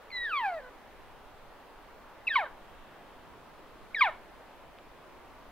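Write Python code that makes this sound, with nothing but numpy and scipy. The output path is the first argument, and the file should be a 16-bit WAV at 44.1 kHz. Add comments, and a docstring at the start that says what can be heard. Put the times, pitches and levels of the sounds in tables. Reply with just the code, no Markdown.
"""Elk calls on a brushy hillside

Three short calls whistle cleanly and slide down; the last two break to a lower, louder register halfway.
Each is a few wavering harmonics plus breath noise, shaped by throat peaks and notches; brush scatters it.
Beneath: one far twig snap as a filtered click, and shaped noise for the low rumble, the far steady rush,
a little wind on the microphone ports and the recorder's own hiss."""
import sys
import numpy as np
from scipy import signal
from scipy.fft import rfft, irfft
from scipy.io import wavfile
from scipy.ndimage import uniform_filter1d

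SR = 44100
rng = np.random.default_rng(int(sys.argv[2]) if len(sys.argv) > 2 else 0)


def transcribe(signal):
    """Save signal, clipped to [-1, 1], as a 16-bit WAV file at the path in sys.argv[1]."""
    frames = np.atleast_2d(signal).T
    limited = np.clip(frames, -1, 1)
    pcm = np.round(limited * 32767).astype(np.int16)
    wavfile.write(sys.argv[1], SR, pcm)


N = 243023

# High whistles, one table per call, each opening with a short chirp: (time [s], pitch [Hz], effort [dB])
WHISTLES = [
    [(0.101, 2250, -87), (0.105, 2300, -41.5), (0.109, 2163, -70), (0.116, 2200, -44), (0.122, 2050, -52),
     (0.126, 2040, -45), (0.15, 2023, -39), (0.175, 1980, -34.5), (0.19, 1940, -37), (0.24, 1891, -34.5),
     (0.26, 1811, -32), (0.28, 1676, -36), (0.3, 1550, -34.5), (0.32, 1349, -33.5), (0.34, 1205, -32),
     (0.38, 1101, -31), (0.415, 936.5, -35), (0.46, 805.5, -29), (0.503, 730.6, -34), (0.512, 717, -39),
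     (0.525, 691, -35), (0.58, 626, -39.5), (0.61, 533, -49.5)],
    [(2.266, 2730, -75), (2.27, 2740, -34), (2.282, 2538, -24.5), (2.286, 2200, -42), (2.292, 1968, -36),
     (2.311, 1788, -36.5), (2.337, 1594, -33), (2.352, 1505, -26.5), (2.357, 1440, -33.5)],
    [(3.942, 2160, -68), (3.947, 2340, -30.5), (3.952, 2010, -41.5), (3.958, 1940, -35.5),
     (3.975, 1726, -39.5), (3.996, 1615, -30), (4.004, 1572, -31), (4.009, 1570, -31)],
]
# Harmonic lift of each whistle: (second harmonic [dB], third and higher [dB])
WHISTLE_LIFT = [(0, 0), (0.5, 1), (0.5, 9)]
# Low sinking notes, two loud ones after the break and two faint endings:
# (start [s], length [s], first pitch [Hz], initial fall [octaves/s], effort at the knee [dB],
#  second harmonic lift [dB], third and higher lift [dB], fade under the knee [dB/octave])
FALLS = [(0.612, 0.081, 517, .9, -54.5, 0, 1, 0.5), (2.354, 0.094, 1186, 12.2, -24.5, -1, -0.5, 18),
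         (2.449, 0.021, 574, 9.4, -54.5, 9, 10, 1), (4.007, 0.0896, 1250, 12.6, -22.5, 1, 1.5, 19)]
KNEE_HZ = 1060   # pitch of the strongest effort
RISE_DB_PER_OCTAVE = 8.5   # above the knee the effort is still growing
SLOWING_PER_S = 0.798   # the fall rate, averaged since the start, drops by this share a second
ATTACK_S, ATTACK_DB, RELEASE_DB_PER_S = 0.003, 19, 2500

# Harmonics against the fundamental, by and large richer at low pitch:
# (pitch [Hz], second harmonic [dB], third harmonic [dB])
RICHNESS = [(515, -4, 3), (610, -1.5, -8.5), (650, -1.5, -14), (750, -3, -10), (906, -10, -14.5),
            (1190, -5.5, -18.5), (1340, -3, -35), (1550, -14.5, -22), (1615, -11.5, -21.5),
            (1830, -14, -32), (2050, -8.5, -31), (2250, -32, -40), (2600, -28.5, -41)]
FIRST_RICHNESS = [(494, -3, 2.5), (544, -16, -3.5), (610, -24, -12), (676, -9.5, -15), (862, -5.5, -16),
                  (1110, -8.5, -10.5), (1184, -5.5, -22), (1250, -6, -35), (1550, -14.5, -26),
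                  (1814, -21, -38), (2050, -2, -22), (2200, -17, -30), (2300, -21, -30)]   # same columns, first call
# Fourth to eighth harmonic against the third, one value each: (level [dB])
HIGHER_HARMONICS = [-13.5, -38, -30.5, -36, -35]
FIRST_HIGHER_HARMONICS = [-14.5, -33, -24.5, -28, -28]   # same layout, first call
# Throat peaks (over 0 dB) and notches (under 0 dB): (frequency [Hz], width [Hz], gain [dB])
THROAT = [(1535, 60, -8), (1793, 87, 8.5), (1926, 30, -16.5), (2200, 220, 9), (2440, 73, 3.5),
          (3720, 320, 3.5), (3770, 280, 8.5), (4250, 100, 8)]
FIRST_THROAT = [(1538, 76, -5.5), (1980, 61, -1.5), (2450, 190, 5), (2890, 130, -7), (3160, 140, 6.5),
                (3270, 260, -6), (3867, 190, 7), (4450, 190, 8.5), (4120, 220, -1.5)]   # same columns, first call with the head held otherwise
HEAD_TURNS_S, THROAT_TOP_HZ = 1.5, 4450
FLUTTER_DB = 2.2   # base depth; grows with harmonic number
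BREATH_DB, LOUD_DB = -21.5, -20.5   # breath before throat and effort; effort of a loud call
BREATH_GROWTH = 0.77   # dB the breath gains on the tone per dB of effort
AIRY_DB, AIRY_POWER = -59, 0.8   # treble hiss before its high-pass at full effort; growth with effort

BRUSH_DB, BRUSH_T60_S, BRUSH_GAP_S = -14, 0.35, 0.0065
RIGHT_LAG_S = 4.5e-5

# Twig snaps: (time [s], click level before filtering [dB])
TWIG = [(4.7869, -19)]
# Rumble swelling and fading, before the left-right tilt: (time [s], level [dB])
HUM = [(0, -80), (2.2, -71), (2.7, -67), (3.3, -61), (3.8, -69.5), (4.3, -68.5), (4.7, -70), (5.51, -69)]
# Spectrum of the far rush: (frequency [Hz], relative density [dB])
RUSH = [(53, -60), (90, -12), (123, -22.5), (228, -4), (353, -2), (394, -0.5), (423, -0.5), (745, 0),
        (1050, -0.5), (3380, -16.5), (7000, -35), (9100, -55), (15400, -120)]
RUSH_DB = -53.5
# How alike left and right are in the rush: (frequency [Hz], correlation [0-1])
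RUSH_LIKENESS = [(100, 0.39), (500, 0.79), (1500, 0.82), (4000, 0.41), (7000, .05)]
WIND_DB, WIND_HZ, WIND_LIKENESS = -60, 19.8, 0.62   # middle level, upper corner, correlation
# Spectrum of the recorder hiss: (frequency [Hz], relative density [dB])
HISS = [(2350, 0), (4000, -3.5), (7070, -9.5), (14600, -9), (15600, -9.5)]
HISS_DB, CUTOFF_HZ = -69, 16050   # level before the top cut; edge of its stopband


def calls():
    """A tense membrane swings almost like a sine; its few harmonics pass fixed throat peaks and notches."""
    t = np.arange(N) / SR
    voice, effort = np.full(N, 1e-18), np.zeros(N)
    breath = signal.lfilter([1, 0, -1], [1, -1.2, .5], rng.standard_normal(N)) / 2
    breath = from_db(BREATH_DB) * breath
    waver = 1 + 0.0041 * drift(54)
    flutter = [drift(87) for k in range(8)]   # each harmonic wavers on its own

    notes = [(*np.transpose(rows), lifts) for rows, lifts in zip(WHISTLES, WHISTLE_LIFT)]
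    notes += [fall(*row) for row in FALLS]
    for times, pitch_hz, effort_db, lifts_db in notes:
        on = (t >= times[0]) & (t <= times[-1])
        pitch_hz = np.interp(t[on], times, pitch_hz)
        effort_db = np.interp(t[on], times, effort_db)
        first_call = times[0] < HEAD_TURNS_S
        rich_hz, *rich_db = np.transpose(FIRST_RICHNESS if first_call else RICHNESS)
        second_db, third_db = [np.interp(pitch_hz, rich_hz, c) + lift
                               for c, lift in zip(rich_db, lifts_db)]
        higher_db = FIRST_HIGHER_HARMONICS if first_call else HIGHER_HARMONICS
        levels_db = [0, second_db, third_db] + [third_db + db for db in higher_db]

        phase = 2 * np.pi * np.cumsum(pitch_hz * waver[on]) / SR
        tone = 0
        for k, db in enumerate(levels_db):
            flutter_db = FLUTTER_DB * np.sqrt(k + 0.17) * flutter[k][on]
            tone = tone + from_db(db + flutter_db) * np.cos((k + 1) * phase)
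        breath_gain = from_db(BREATH_GROWTH * (effort_db - LOUD_DB))
        voice[on] += np.sqrt(2) * from_db(effort_db) * (tone + breath[on] * breath_gain)
        effort[on] += from_db(effort_db)

    parts = np.split(voice, [round(HEAD_TURNS_S * SR)])
    for k, throat in enumerate([FIRST_THROAT, THROAT]):
        for hz, width_hz, db in throat:
            parts[k] = peak(parts[k], hz, width_hz, db)
    throat_top = signal.butter(5, THROAT_TOP_HZ, fs=SR, output="sos")
    return signal.sosfilt(throat_top, np.concatenate(parts)), effort


def fall(start, length, first_hz, octaves_per_s, db, second_db, higher_db, fade_db):
    """A note whose pitch sinks ever more slowly: quick attack, effort following pitch, quick release."""
    t = np.arange(0, length + .012, .001)
    pitch_hz = first_hz * 2 ** (-octaves_per_s * t * (1 - SLOWING_PER_S * t))
    octaves_over_knee = np.log2(pitch_hz / KNEE_HZ)
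    effort_db = db - ATTACK_DB * np.maximum(1 - t / ATTACK_S, 0)
    effort_db = effort_db - fade_db * np.maximum(-octaves_over_knee, 0)
    effort_db = effort_db - RISE_DB_PER_OCTAVE * np.maximum(octaves_over_knee, 0)
    effort_db = effort_db - RELEASE_DB_PER_S * np.maximum(t - length, 0)
    return start + t, pitch_hz, effort_db, (second_db, higher_db)


def airy(effort):
    """A thin treble hiss swells with the effort of each call, unalike in the two channels."""
    treble = signal.butter(2, 5500, "high", fs=SR, output="sos")
    hiss = signal.sosfilt(treble, rng.standard_normal((2, N)))
    swell = np.abs(uniform_filter1d(effort / effort.max(), size=600)) ** AIRY_POWER
    return from_db(AIRY_DB) * hiss * swell


def ports(voice):
    """The sound reaches the left port a little before the right; a phase ramp makes the lag."""
    lag = np.exp(-2j * np.pi * np.fft.rfftfreq(N, 1 / SR) * RIGHT_LAG_S)
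    return np.array([voice, irfft(rfft(voice) * lag, N)])


def brush(voice):
    """Many weak reflections from leaves and stems, dying away; partly shared by the two channels."""
    t = np.arange(SR // 2) / SR
    common, *own = rng.standard_normal((3, len(t)))
    decay = from_db(-60 * t / BRUSH_T60_S) * (t > BRUSH_GAP_S)
    echoes = rms_one((common + 0.54 * np.array(own)) * decay) / np.sqrt(len(t))
    # the throat beams its strongest band forward, less of it reaches the brush
    voice = peak(voice, 2250, 350, -5)
    return from_db(BRUSH_DB) * signal.fftconvolve(voice[None], echoes, axes=1)[:, :N]


def twig():
    """A far twig snaps: one click, dulled by distance with a band-pass."""
    clicks = np.full(N, 1e-18)
    for s, db in TWIG:
        clicks[round(s * SR)] = from_db(db)
    return signal.sosfilt(signal.butter(3, [700, 3000], "band", fs=SR, output="sos"), clicks)


def hum():
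    """A low rumble of band-passed noise, partly shared by the channels and stronger on the right."""
    band = signal.butter(2, [120, 320], "band", fs=SR, output="sos")
    mid, *own = signal.sosfilt(band, rng.standard_normal((3, N)))
    level_db = np.interp(np.arange(N) / SR, *np.transpose(HUM))
    return from_db(level_db) * rms_one(mid + .5 * np.array(own)) * from_db([[-1.5], [1.5]])


def rush():
    """A far steady rush: broad noise, strongest in the low mids, with small level drifts in each slice."""
    return from_db(RUSH_DB) * stereo_noise(RUSH, RUSH_LIKENESS, patchy_db=0.94)


def wind():
    """Lumpy pressure on the microphone ports: noise falling off above about 20 Hz, its level wandering."""
    band = signal.butter(1, [4, WIND_HZ], "band", fs=SR, output="sos")
    mid, side = signal.sosfilt(band, rng.standard_normal((2, N)))
    pair = stereo_pair(mid, side, WIND_LIKENESS)
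    pair = signal.sosfilt(signal.butter(2, 300, fs=SR, output="sos"), pair)
    level_db = WIND_DB + 2.0 * drift(3.1) + np.array([[-.4], [.4]])
    return from_db(level_db) * rms_one(pair)


def from_db(db):
    """Decibels to gain."""
    return 10 ** (np.asarray(db) / 20)


def rms_one(x):
    """Scale to rms 1."""
    return x / np.sqrt(np.mean(x ** 2) + 1e-20)


def at_hz(points, hz):
    """Read a curve on a log-frequency axis."""
    points_hz, values = np.array(points).T
    return np.interp(np.log(hz), np.log(points_hz), values)


def drift(rate_hz):
    """Random wander of spread 1: noise twice through a one-pole low-pass, on every 40th sample."""
    r = np.exp(-80 * np.pi * rate_hz / SR)
    noise = rng.standard_normal(N // 40 + 2002)
    slow = signal.lfilter([1], [1, -2 * r, r * r], noise)[2000:]   # skip the filter's start
    return np.interp(np.arange(N) / 40, np.arange(len(slow)), rms_one(slow))


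def peak(x, hz, width_hz, db):
    """A resonance (dB over 0) or a notch (under 0) on a flat response."""
    w, g = 2 * np.pi * hz / SR, from_db(db / 2)
    a = np.pi * width_hz / SR
    return signal.lfilter([1 + a * g, -2 * np.cos(w), 1 - a * g],
                          [1 + a / g, -2 * np.cos(w), 1 - a / g], x)


def stereo_pair(mid, side, alike):
    """Mix independent noises into left and right with the given correlation."""
    return np.sqrt(1 + alike) * mid + np.sqrt(1 - alike) * side * np.array([[1], [-1]])


def stereo_noise(spectrum, likeness, patchy_db):
    """Two-channel noise in third-octave slices, each with its own likeness and level drift; rms 1."""
    hz = np.maximum(np.fft.rfftfreq(N, 1 / SR), 1)
    inside = (hz > spectrum[0][0]) & (hz < spectrum[-1][0] * 1.1)
    shape = from_db(at_hz(spectrum, hz)) * inside
    mid, side = rfft(rng.standard_normal((2, N))) * shape
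    pair = stereo_pair(mid, side, np.clip(at_hz(likeness, hz), -1, 1))
    third = np.floor(3 * np.log2(hz))
    noise = 0
    for k in np.unique(third[inside]):
        noise = noise + irfft(pair * (third == k), N) * from_db(patchy_db * drift(1.53))
    return rms_one(noise)


def scene():
    """Calls with their scatter and treble hiss, over the twig, the rumble, the far rush and the wind."""
    voice, effort = calls()
    return ports(voice) + brush(voice) + airy(effort) + twig() + hum() + rush() + wind()


def record(dry):
    """Each channel adds its own nearly independent hiss; a steep low-pass cuts the top."""
    hiss = from_db(HISS_DB) * stereo_noise(HISS, [(4000, 0.008), (15000, 0)], patchy_db=-0.46)
    top_cut = signal.cheby2(24, 60, CUTOFF_HZ, fs=SR, output="sos")
    return signal.sosfilt(top_cut, dry + hiss)


dry = scene()
out = record(dry)
transcribe(out)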